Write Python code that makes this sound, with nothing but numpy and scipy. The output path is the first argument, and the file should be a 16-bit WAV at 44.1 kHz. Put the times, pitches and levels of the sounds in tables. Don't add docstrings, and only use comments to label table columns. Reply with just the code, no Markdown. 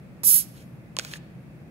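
import sys
import numpy as np
from scipy import signal
from scipy.fft import rfft, irfft, next_fast_len
from scipy.io import wavfile

SR = 44100
rng = np.random.default_rng(int(sys.argv[2]) if len(sys.argv) > 2 else 0)


def transcribe(signal):
    frames = np.atleast_2d(signal).T
    limited = np.clip(frames, -1, 1)
    pcm = np.round(limited * 32767).astype(np.int16)
    wavfile.write(sys.argv[1], SR, pcm)


def ratio(d):
    e = np.asarray(d, float) / 20
    return 10 ** e


N = 74970
SIZE = next_fast_len(2 * N)
HZ = np.maximum(np.arange(SIZE // 2 + 1) * SR / SIZE, 1)

FAR_LAG_S = 0.0002736
HANDLING_SHARED = 0.61

# f/Hz, relative level/dB, t60/s
CAP_MODES = [(560, -16, 0.0237), (1750, -12.5, 0.009), (2500, -9, 0.007), (3305, -8, 0.0054),
             (4380, -2, 0.0062), (5410, -1.5, 0.0033), (6930, 2, 0.0021), (8390, -0.5, 0.004)]


def rms_one(x):
    return x / np.sqrt(np.mean(x ** 2) + 1e-20)


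def in_time(rows):
    s, *columns = np.transpose(rows)
    t = np.arange(N) / SR
    return [np.interp(t, s, column) for column in columns]


def at_hz(points):
    hz, value = np.transpose(points)
    return np.interp(np.log(HZ), np.log(hz), value)


def coloured(x, points, lag_s=0):
    cepstrum = irfft(np.log(ratio(at_hz(points))), SIZE)
    cepstrum[1:SIZE // 2] *= 2
    cepstrum[SIZE // 2 + 1:] = 0
    response = np.exp(rfft(cepstrum) - 2j * np.pi * HZ * lag_s)
    return irfft(rfft(x, SIZE) * response, SIZE)[..., :N]


def drift(rate_hz):
    r = np.exp(-2 * np.pi * rate_hz / SR)
    settle = 8000
    slow = signal.lfilter([1], [1, -2 * r, r * r], rng.standard_normal(N + settle))
    return rms_one(slow[settle:])


def ring(clicks, hz, t60):
    r, w = ratio(-60 / (t60 * SR)), 2 * np.pi * hz / SR
    return signal.lfilter([0, np.sin(w)], [1, -2 * r * np.cos(w), r * r], clicks + 1e-18)


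def partly_shared(draws, share):
    share = np.clip(share, 0, 1)
    near = draws[0]
    far = share * draws[0] + np.sqrt(1 - share ** 2) * draws[1]
    return np.array([far, near])


def gas_jet():
    # t/s, level/dB, lift of the part under the split/dB
    flow = [(.2315, -101.5, 28.5), (.2345, -31, 9.5), (.25, -21.5, 4), (.272, -13, -2), (.32, -15, 0.5),
            (.368, -16.5, 0), (.405, -27.5, 8), (.435, -47, 16), (.47, -66.5, 11), (.8, -84, 0)]
    # f/Hz, relative level per Hz/dB
    near_colour = [(900, -44), (1500, -27.5), (2500, -26), (4000, -19.5), (5500, -12), (7000, -12),
                   (8500, -4.5), (10000, -2), (12600, 3.5), (13300, -13), (14500, -9.5), (15500, -14.5)]
    far_colour = [(900, -40.5), (2500, -27.5), (4000, -30), (5500, -15), (7000, -13.5), (8500, -12),
                  (10000, -3), (11000, -6), (11800, -11.5), (12600, -1), (13300, -11), (14500, -21.5),
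                  (15500, -23)]
    # t/s, level under the gap split/dB
    gap_opening = [(.235, -12), (.34, 0)]
    split_hz, gap_split_hz = 8000, 3300
    sputter_db, sputter_hz = -0.5, 250
    shared = 0.77

    far, near = partly_shared(rng.standard_normal((2, N)), shared)
    far = coloured(far, far_colour, FAR_LAG_S)
    near = coloured(near, near_colour)
    noise = np.array([far, near]) / np.std(near)

    low = signal.sosfiltfilt(signal.butter(2, split_hz, fs=SR, output="sos"), noise)
    high = noise - low
    deep = signal.sosfiltfilt(signal.butter(3, gap_split_hz, fs=SR, output="sos"), low)
    low = low + (ratio(in_time(gap_opening)[0]) - 1) * deep

    flow_db, lift_db = in_time(flow)
    flow_db = flow_db + sputter_db * drift(sputter_hz)
    return ratio(flow_db) * (high + ratio(lift_db) * low)


def ticks():
    # t/s, level/dB, contact cut-off f/Hz, wall ring f/Hz, ring level re tick/dB
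    tick_table = [(0.2332, -19.5, 1700, 845, -21.5), (0.2376, -21, 2600, 1027, -18),
                  (0.9667, -14.5, 10700, 3030, -13.5), (0.9693, -39, 2000, 1062, 11),
                  (0.9875, -7, 11630, 3810, -7.5), (0.9952, -9.5, 8640, 1490, -15),
                  (1.0486, -19, 16120, 4720, -14), (1.0494, -36, 9000, 1445, 2.5),
                  (1.137, -31, 6500, 1750, 5.5), (1.1367, -17.5, 5300, 2680, -11),
                  (1.157, -41, 3500, 1770, 8.5)]
    low_cut_hz, strike_spread_db = 280, 1.5
    crack_db, crack_t60_s = -18, 0.0068
    rattle_db, rattle_cut_hz, rattle_t60_s = -15, 5500, 0.029
    wall_cycles, wall_swell_s = 22, 0.00032

    length = 4000
    t = np.arange(length) / SR
    click = np.eye(1, length)[0]
    caps, walls = np.zeros((2, 2, N + length))
    signs = (-1) ** np.arange(len(CAP_MODES))
    dull = signal.butter(2, [low_cut_hz, rattle_cut_hz], "band", fs=SR, output="sos")
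    swell = 1 - np.exp(-t / wall_swell_s)

    for s, db, cut_hz, wall_hz, ring_db in tick_table:
        odds_db = rng.normal(0, strike_spread_db, len(CAP_MODES))
        cap = np.zeros(length)
        for (hz, mode_db, t60), odd_db, sign in zip(CAP_MODES, odds_db, signs):
            cap += sign * ratio(mode_db + odd_db) * ring(click, hz, t60) / 2

        noise = rng.standard_normal((2, length))
        crack = partly_shared(np.diff(noise, prepend=0), HANDLING_SHARED)
        crack = crack * ratio(crack_db - 60 * t / crack_t60_s)
        contact = signal.butter(3, [low_cut_hz, min(cut_hz, .45 * SR)], "band", fs=SR, output="sos")

        rattle = signal.sosfilt(dull, partly_shared(noise[::-1, ::-1], HANDLING_SHARED))
        rattle = rattle * ratio(rattle_db - 60 * t / rattle_t60_s)
        wall = rattle + ratio(ring_db) * ring(click, wall_hz, wall_cycles / wall_hz)

        i = int(s * SR)
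        caps[:, i:i + length] += ratio(db) * signal.sosfilt(contact, cap + crack)
        walls[:, i:i + length] += ratio(db) * wall * swell
    return caps[:, :N], walls[:, :N]


def rubbing():
    # t/s, level/dB
    turn = [(.51, -80), (.555, -59), (.57, -55.5), (.625, -57), (.645, -70), (.7, -100), (.955, -87),
            (.975, -57.5), (1.0, -48), (1.04, -47.5), (1.1, -47), (1.14, -43.5), (1.172, -48), (1.188, -70),
            (1.22, -102)]
    # f/Hz, relative level per Hz/dB
    rub_colour = [(300, -7), (900, -9), (1700, -3.5), (3300, -2), (5000, -3.5), (6900, -1.5), (10000, -4),
                  (16000, -17.5)]
    slips_per_s, slip_spread_db = 6000, 2.0
    smooth = 1.2
    chatter_db, chatter_swing_db, chatter_hz = -5, 4, 19.5
    flicker_db, flicker_hz = 1.2, 120.0

    happens = rng.random((2, N)) < slips_per_s / SR
    size = ratio(slip_spread_db * np.minimum(rng.exponential(1, (2, N)), 4))
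    slips = rms_one(happens * size * rng.choice([-1, 1], (2, N)))
    friction = partly_shared(slips + smooth * rng.standard_normal((2, N)), HANDLING_SHARED)

    chatter = np.zeros((2, N))
    for hz, _, t60 in CAP_MODES[1:]:
        chatter += rms_one(ring(friction, hz, t60)) * ratio(chatter_swing_db * drift(chatter_hz))

    rub = rms_one(coloured(friction, rub_colour)) + ratio(chatter_db) * rms_one(chatter)
    level_db = in_time(turn)[0] + flicker_db * drift(flicker_hz)
    return ratio(level_db) * rms_one(rub)


def room(x):
    level_db, t60_s, gap_s = -14.5, .7, 0.0052
    t = np.arange(N) / SR
    tail = rng.standard_normal((2, N)) * ratio(-60 * t / t60_s) * (t > gap_s)
    tail = tail / np.linalg.norm(tail, axis=1, keepdims=True)
    return ratio(level_db) * irfft(rfft(x, SIZE) * rfft(tail, SIZE), SIZE)[:, :N]


def ventilation():
    # f/Hz, relative level per Hz/dB
    air_colour = [(25, -35.5), (52, -14), (100, -11), (157, 1), (242, -9), (363, -14), (394, -20.5),
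                  (531, -17), (659, -21.5), (911, -28.5), (2610, -30.5), (2910, -40), (7000, -49),
                  (11000, -48.5), (16000, -56)]
    # f/Hz, correlation (-1 to 1)
    likeness = [(100, 0.9), (380, 0.78), (950, 0.29), (2380, -0.24), (5980, -0.05), (15000, 0.06)]
    # f/Hz, left minus right level/dB
    balance = [(150, 2.5), (950, 0.5), (9000, 2.5), (15000, 6)]
    air_db = -45.5
    hum_hz, hum_width_hz, hum_db = 127.3, 10, -51

    mid, side = rfft(rng.standard_normal((2, SIZE))) * ratio(at_hz(air_colour))
    alike = np.clip(at_hz(likeness), -1, 1)
    mid, side = np.sqrt(1 + alike) * mid, np.sqrt(1 - alike) * side
    lean = ratio(at_hz(balance) / 2)
    air = rms_one(irfft([(mid + side) * lean, (mid - side) / lean], SIZE)[:, :N])

    hum = ring(rng.standard_normal(N + 8000), hum_hz, 2.8 / hum_width_hz)[8000:]
    return ratio(air_db) * air + ratio(hum_db) * rms_one(hum)


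def scene():
    # f/Hz, level/dB
    far_shade = [(900, -3.5), (2500, 3.5), (4000, -2), (7000, -2), (8500, -16), (12000, -1), (15500, -20)]
    wall_lag_s = .00005
    caps, wall = ticks()
    far, near = rubbing() + caps
    far = coloured(far, far_shade, FAR_LAG_S) + coloured(wall[0], far_shade, wall_lag_s)
    bottle = gas_jet() + [far, near + wall[1]]
    to_room = coloured(bottle[1], [(3000, 0.0027), (12000, -20)])
    return bottle + room(to_room) + ventilation()


def band_limit(x):
    return signal.sosfilt(signal.butter(12, 16890, fs=SR, output="sos"), x)


def record(dry):
    # f/Hz, level/dB
    near_port = [(9800, 1), (11000, 4.5), (11800, 8.5), (12600, -2), (13300, 3.5), (14500, 2),
                 (15500, 12.5)]
    top = 1.3
    low_cut_hz, high_cut_hz = 42, 15700
    mics = np.array([dry[0], coloured(dry[1], near_port)])
    mics = top * np.tanh(mics / top)
    mics = signal.sosfilt(signal.butter(3, low_cut_hz, "high", fs=SR, output="sos"), mics)
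    mics = signal.sosfilt(signal.ellip(12, .3, 60, high_cut_hz, fs=SR, output="sos"), mics)
    return band_limit(mics)


dry = scene()
out = record(dry)
transcribe(out)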